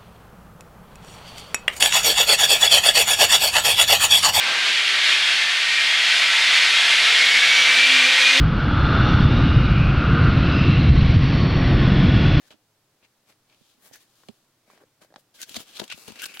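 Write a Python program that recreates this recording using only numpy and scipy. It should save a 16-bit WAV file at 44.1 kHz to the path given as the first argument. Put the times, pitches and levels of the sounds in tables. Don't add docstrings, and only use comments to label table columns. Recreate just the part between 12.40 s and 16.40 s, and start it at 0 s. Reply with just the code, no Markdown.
import sys
import numpy as np
from scipy import signal
from scipy.fft import rfft, irfft
from scipy.io import wavfile

SR = 44100
rng = np.random.default_rng(int(sys.argv[2]) if len(sys.argv) > 2 else 0)


def digitize_waveform(pressure):
    field = np.atleast_2d(pressure).T
    bounded = np.clip(field, -1, 1)
    quanta = np.round(bounded * 32767).astype(np.int16)
    wavfile.write(sys.argv[1], SR, quanta)


N = 176400

# peak_s, rise_s, fall_s, level_db, tilt_db_per_octave, flex_db, pouch_db, panel_hz, panel_db
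STROKES = [(.04, 0.1, 0.063, -63, 0.5, -2.5, -30, 1700, -2.5),
           (0.078, 0.013, .014, -57.5, 2.5, -10, -7, 3200, -21),
           (0.112, 0.0052, 0.02, -53, -1.5, 0.5, -37, 3050, 0),
           (0.649, 0.019, 0.011, -60.5, -3, -3, -9, 2540, 2),
           (.897, 0.023, 0.029, -58, 2, -3, -34, 2040, -3),
           (1.126, 0.035, 0.037, -66, -4.5, -1.5, -15, 2580, -3.5),
           (1.30, 0.17, 0.075, -63.5, 1.5, -14.5, -25, 3600, -24),
           (1.462, 0.036, 0.038, -50.5, 9, -7.5, -15, 1700, -10.5),
           (1.536, 0.0074, 0.023, -49.5, 6, -11.5, -21, 6100, -2),
           (1.554, 0.022, 0.017, -52, 4, -7, -14, 1790, 0.5),
           (1.62, 0.063, 0.028, -58, 4, -10.5, -26, 1820, -8),
           (1.80, 0.17, 0.21, -63.5, 3.5, -8, -19, 1010, -29),
           (2.311, 0.032, 0.07, -60, 1.5, -3, -8, 2240, -0.5),
           (2.375, 0.071, 0.046, -69.5, -11, 2.5, -5, 1870, -6),
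           (2.421, 0.022, 0.013, -67, 4, 7, 4.5, 473, 12),
           (2.621, 0.0083, 0.026, -54.5, 3.5, -0.5, -6.5, 1670, -5),
           (2.796, 0.017, 0.015, -59, 6.5, -26, -18, 650, -18),
           (2.948, 0.005, 0.057, -51.5, 2.5, -12.5, -16, 3540, -23),
           (3.009, 0.017, 0.025, -45, 4.5, -12.5, -5.5, 2010, -3.5),
           (3.031, 0.0087, 0.0073, -33.5, 1, -19.5, -11.5, 5800, -13),
           (3.094, 0.025, 0.014, -49.5, 4, -8.5, -16, 3270, -3.5),
           (3.117, 0.021, 0.037, -44.5, 2, -14.5, -25, 3370, -10),
           (3.164, 0.011, 0.0088, -32, .5, -9.5, -13.5, 3900, -10),
           (3.204, 0.02, 0.024, -41.5, 2.5, -7, -26, 3420, -10),
           (3.285, 0.036, 0.18, -52, 1.5, -8.5, -16, 3300, -6.5),
           (3.373, 0.022, 0.0096, -40, -0.5, -11.5, -14, 4020, -8.5),
           (3.4, 0.01, 0.0037, -38, 2, -1.5, -34, 4200, -9),
           (3.435, 0.028, 0.024, -48, 1.5, -2.5, -19, 3000, -10),
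           (3.504, 0.0044, 0.0075, -49.5, 4, -22, -15, 2800, 15.5),
           (3.522, 0.016, .014, -39, -4, -51, -7, 2640, 2.5),
           (3.60, 0.069, 0.15, -47.5, 3, -10.5, -33, 2840, -6),
           (3.686, .018, 0.038, -45, -2, -6.5, -26, 2730, -6),
           (3.769, 0.027, .025, -50, 0, -3, -17, 2700, 2.5),
           (3.798, 0.0095, 0.021, -39, -1.5, -15.5, -9.5, 2760, -3.5),
           (3.839, 0.014, 0.0094, -32.5, 5.5, -16.5, 1, 2760, -3.5),
           (3.863, 0.0054, 0.0053, -42.5, 6, -7, 3, 2770, -17),
           (3.904, 0.076, 0.064, -48, 0, -8, -9, 2680, 1),
           (3.944, .003, 0.056, -45.5, 5.5, -10, -3.5, 2550, 1.5),
           (3.999, 0.0036, .01, -28.5, 2, -27, -30, 2850, -0.5)]
# frequency_hz, level_db
PAPER_SPECTRUM = [(200, -55), (1100, -32.5), (2000, -10), (3000, 2), (4300, 0), (5500, -4.5), (6800, -6.5),
                  (8500, -10), (12000, -13), (16000, -19.5)]
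# frequency_hz, level_db
FLEX_SPECTRUM = [(40, -33), (100, -22), (200, 0), (350, -1.5), (600, -1), (900, -3.5), (1400, -1),
                 (4000, -37.5)]
# pitch_hz, width_hz, gain_db
POUCH_MODES = [(1552, 160, 2), (2850, 390, -5.5)]
# start_s, level_db, pitch_hz, tilt_db_per_octave
CREASE_SNAPS = [(0.106, -46.5, 2840, -9), (0.628, -57.5, 2660, -14), (0.924, -57, 2170, -10.5),
                (1.0983, -57, 2410, -8), (1.146, -57, 3100, -6), (1.558, -41, 1710, 15),
                (1.886, -41, 3140, -5.5), (3.0161, -29.5, 6770, 6), (3.094, -35.5, 3230, 3.5),
                (3.1438, -31.5, 3740, -3.5), (3.166, -26.5, 4530, -1), (3.3971, -25.5, 3740, -5),
                (3.4, -28.5, 4100, -5.5), (3.416, -36, 4270, -9.5), (3.44, -35.5, 3000, 2),
                (3.4788, -40.5, 3300, -2.5), (3.5012, -34.5, 2810, -5.5), (3.523, -28.5, 2940, -6),
                (3.576, -48, 3500, 4), (3.68, -36, 3000, 4.5), (3.721, -46, 3000, -2),
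                (3.758, -43.5, 1960, -1), (3.819, -27.5, 2820, 11), (3.8408, -27, 2940, 0.5),
                (3.8564, -29.5, 5100, 0.5), (3.8599, -29, 2700, 10), (3.9413, -41, 2630, -1),
                (3.9718, -33.5, 2920, -7.5)]
# frequency_hz, level_db
CREASE_SPECTRUM = [(200, -35.5), (1100, -15.5), (2000, -8), (3000, -0.5), (4300, 1), (5500, -3.5),
                   (7000, -4.5), (9000, -6), (16000, -18)]
# start_s, level_db, tilt_db_per_octave, pitch_ratio, ring_db
MAILER_BUMPS = [(.108, -57, 3, 1.4, 5), (0.129, -59, -1, 1.56, 1), (.142, -55, -6, 1.45, 6),
                (1.21, -56, -8, 1.23, -3), (1.381, -64.5, -2, 1.2, 5), (1.512, -52, 1.5, 1.3, 0),
                (1.8871, -42.5, 1.5, 1.03, -3.5), (1.8923, -39.5, 0, 1.03, 6.5), (1.914, -66, 6, 0.8, -9),
                (2.616, -56, -2.5, 1.57, -3), (3.088, -57, 13, 1.3, -4), (3.107, -51, -5, 1.34, -1.5),
                (3.167, -33.5, 1, 1.18, -4), (3.176, -43, -9, .55, 1), (3.204, -43.5, 11.5, 1.16, -3),
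                (3.3998, -34.5, -1, 2.2, -12), (3.417, -29, 3, 1.62, 2), (3.4202, -39, 2, 1.94, 3),
                (3.433, -40.5, 0, 2.5, 0.5), (3.54, -48, -7, 0.78, 1), (3.578, -50.5, 2, 1.3, -11),
                (3.6811, -39, 5, 1.13, 6), (3.703, -42, -1.5, 1.07, -5), (3.72, -45, 8, 0.49, -1.5),
                (3.86, -51.5, -1, 1.2, -10)]
# frequency_hz, level_db
PADDING_SPECTRUM = [(25, -55), (55, -32), (100, -8.5), (220, 12.5), (400, 1), (800, -0.5), (1300, -19.5),
                    (3000, -39), (12000, -58)]
# pitch_hz, level_db, t60_s
MAILER_MODES = [(125, -11, 0.076), (215, 1.5, 0.059), (397, -1, 0.04), (515, -17, .05), (820, -32, 0.044)]
# time_s, side_db
BUMP_SIDES = [(1.9, .3), (3.4, -1), (3.416, -7), (3.44, -7), (3.54, -.5)]
# start_s, level_db, pitch_hz, tilt_db_per_octave, ring_db
BOX_CONTACTS = [(1.835, -57.5, 1060, -0.5, -1), (2.278, -62, 610, -14, 2), (2.301, -54, 1110, -1, 3),
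                (2.333, -58.5, 600, -5, -2), (2.376, -58.5, 690, 1, -1), (2.436, -53, 496, -2.5, 6.5),
                (2.618, -62, 613, 7, -12), (2.647, -57.5, 596, 5, 10), (2.7038, -59.5, 543, -4, 0),
                (2.711, -63, 650, -6, -1), (2.7235, -55.5, 594, -4, 5), (2.7408, -50.5, 774, -1, 5),
                (2.76, -43.5, 760, 0, -9), (2.766, -53.5, 615, 0, 7), (2.781, -58.5, 580, -5, 16)]
# frequency_hz, level_db
CARD_SPECTRUM = [(40, -55), (150, -4.5), (300, -0.5), (700, -3), (1600, -1.5), (2500, -13), (5000, -11.5),
                 (14000, -45)]
# frequency_hz, level_db
REFLECTION_SPECTRUM = [(100, -16), (400, -10), (1500, 0), (15000, 0)]
# frequency_hz, level_db
BACKGROUND_SPECTRUM = [(20, 2), (40, -13), (64, -10.5), (110, 8), (190, 1), (305, 4), (400, 0), (700, -1.5),
                       (2300, -8.5), (4500, -9), (7000, -12), (15500, -16.5)]

SLIPS_PER_S, SLIP_SCATTER_DB, MAX_SLIP_DB = 4500, 3.5, 11
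SNAP_WINDOW_S, KNOCK_WINDOW_S = 0.002, 0.008
PAPER_PAN_DB = 2.5


def paper_friction(size=32768, smooth_gain=0.42, stroke_exponent=1.37, trim_db=-1):
    out, t = np.zeros((2, N)), (np.arange(size) - size // 2) / SR
    for peak_s, rise_s, fall_s, level_db, tilt, flex_db, pouch_db, panel_hz, panel_db in STROKES:
        slipping = rng.random(size) < SLIPS_PER_S / SR
        slip_db = np.minimum(SLIP_SCATTER_DB * rng.exponential(size=size), MAX_SLIP_DB)
        slips = slipping * undb(slip_db) * rng.choice([-1, 1], (2, size))
        friction = stereo(unit(slips) + smooth_gain * rng.standard_normal((2, size)))
        hiss = colour(friction, PAPER_SPECTRUM, tilt)
        pouch = resonate(resonate(friction, POUCH_MODES), POUCH_MODES)
        panel = resonate(friction, [(panel_hz, 0.23 * panel_hz, 0)])
        panel = resonate(panel, [(panel_hz, panel_hz, 0)])
        paper = unit(hiss) + undb(pouch_db) * unit(pouch) + undb(panel_db) * unit(panel)
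        flex = undb(flex_db) * unit(colour(friction, FLEX_SPECTRUM))
        envelope = np.exp(-np.abs(t / np.where(t < 0, rise_s, fall_s)) ** stroke_exponent)
        add(out, peak_s + t[0], undb(level_db + trim_db) * envelope * (paper * pan(PAPER_PAN_DB) + flex))
    return out


def crease_snaps(ring_decay_s=0.0011, ring_db=-4.5):
    out = np.zeros((2, N))
    for start_s, level_db, pitch_hz, tilt in CREASE_SNAPS:
        t, force = burst(decay_s=0.003)
        facet = np.sin(2 * np.pi * pitch_hz * t) * np.exp(-t / ring_decay_s)
        snap = unit(colour(force, CREASE_SPECTRUM, tilt)) + undb(ring_db) * unit(facet)
        add(out, start_s, undb(level_db) * unit(snap, SNAP_WINDOW_S * SR) * pan(PAPER_PAN_DB))
    return out


def mailer_bumps():
    out = np.zeros((2, N))
    for start_s, level_db, tilt, pitch_ratio, ring_db in MAILER_BUMPS:
        t, force = burst(decay_s=0.002)
        ring = 0
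        for hz, mode_db, t60_s in MAILER_MODES:
            gain = undb(mode_db + tilt * np.log2(hz / 200))
            ring += gain * np.sin(2 * np.pi * hz * pitch_ratio * t) * decay(t, t60_s)
        thud = unit(colour(force, PADDING_SPECTRUM, tilt)) + undb(ring_db) * unit(ring)
        side_db = np.interp(start_s, *np.transpose(BUMP_SIDES))
        silent_channel = 0 if side_db > 0 else 1
        thud[silent_channel] = 0
        add(out, start_s, undb(level_db - abs(side_db) / 2) * unit(thud, KNOCK_WINDOW_S * SR))
    return out


def box_contacts(decay_s=0.0024):
    out = np.zeros((2, N))
    for start_s, level_db, pitch_hz, tilt, ring_db in BOX_CONTACTS:
        t, force = burst(decay_s)
        swell = 1 - np.exp(-2 * pitch_hz * t)
        ring = np.sin(2 * np.pi * pitch_hz * t) * np.exp(-t / decay_s) * swell
        contact = unit(colour(force, CARD_SPECTRUM, tilt)) + undb(ring_db) * unit(ring)
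        add(out, start_s, undb(level_db) * unit(contact, KNOCK_WINDOW_S * SR))
    return out


def room(direct, size=16384, early_db=-11, early_decay_s=0.008, tail_db=-19):
    t = np.arange(size) / SR
    early = rng.standard_normal((2, size)) * np.exp(-t / early_decay_s) * (t > 0.001)
    early = colour(early, REFLECTION_SPECTRUM)
    tail = rng.standard_normal((2, size)) * decay(t, t60_s=0.16) * (t > 0.008)
    tail = colour(tail, [(100, -12), (600, -2), (4000, 0), (15000, -5)])
    response = undb(early_db) * unit(early, 0.95) + undb(tail_db) * unit(tail, 1)
    return direct + signal.fftconvolve(direct, response, axes=1)[:, :N]


def room_tone(level_db=-67.5):
    return undb(level_db) * unit(colour(stereo(rng.standard_normal((2, N))), BACKGROUND_SPECTRUM))


def burst(decay_s, size=4096):
    t = np.arange(size) / SR
    return t, stereo(rng.standard_normal((2, size)) * np.exp(-t / decay_s)) * (t < t[-1] / 2)


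def decay(t, t60_s):
    return np.exp(-np.log(1000) * t / t60_s)


def colour(x, spectrum, tilt=0):
    hz, db = np.transpose(spectrum)
    f, n = freqs(x), x.shape[-1]
    gain_db = np.interp(np.log2(f), np.log2(hz), db) + tilt * np.log2(np.maximum(f, 200) / 1000)
    cepstrum = irfft(np.log(undb(gain_db)), n)
    cepstrum[1:n // 2] *= 2
    cepstrum[n // 2 + 1:] = 0
    return irfft(rfft(x) * np.exp(rfft(cepstrum)), n)


def resonate(x, modes):
    f = freqs(x)
    response = sum(undb(db) / (1 + 1j * (f * f - hz * hz) / (f * width)) for hz, width, db in modes)
    return irfft(rfft(x) * response, x.shape[-1])


def stereo(x, spread_hz=3000):
    f = freqs(x)
    side = irfft(rfft(x[1]) * f / np.hypot(f, spread_hz), x.shape[-1])
    return np.array([x[0] + side, x[0] - side])


def pan(db):
    return undb(np.array([[db], [-db]]) / 2)


def add(out, start_s, x):
    offset = int(round(start_s * SR))
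    first, last = max(offset, 0), min(offset + x.shape[-1], N)
    out[:, first:last] += x[:, first - offset:last - offset]


def undb(db):
    return 10 ** (np.asarray(db) / 20)


def unit(x, count=None):
    return x / np.sqrt(np.mean(np.sum(x ** 2, -1)) / (count or x.shape[-1]) + 1e-24)


def freqs(x):
    return np.maximum(np.fft.rfftfreq(x.shape[-1], 1 / SR), 1)


def scene(low_cut_hz=67):
    handling = paper_friction() + crease_snaps() + mailer_bumps() + box_contacts()
    low_cut = signal.butter(3, low_cut_hz, "high", fs=SR, output="sos")
    return room(signal.sosfilt(low_cut, handling)) + room_tone()


def record(dry, top_hz=15950):
    return signal.sosfilt(signal.ellip(12, 0.1, 70, top_hz, fs=SR, output="sos"), dry)


dry = scene()
out = record(dry)
digitize_waveform(out)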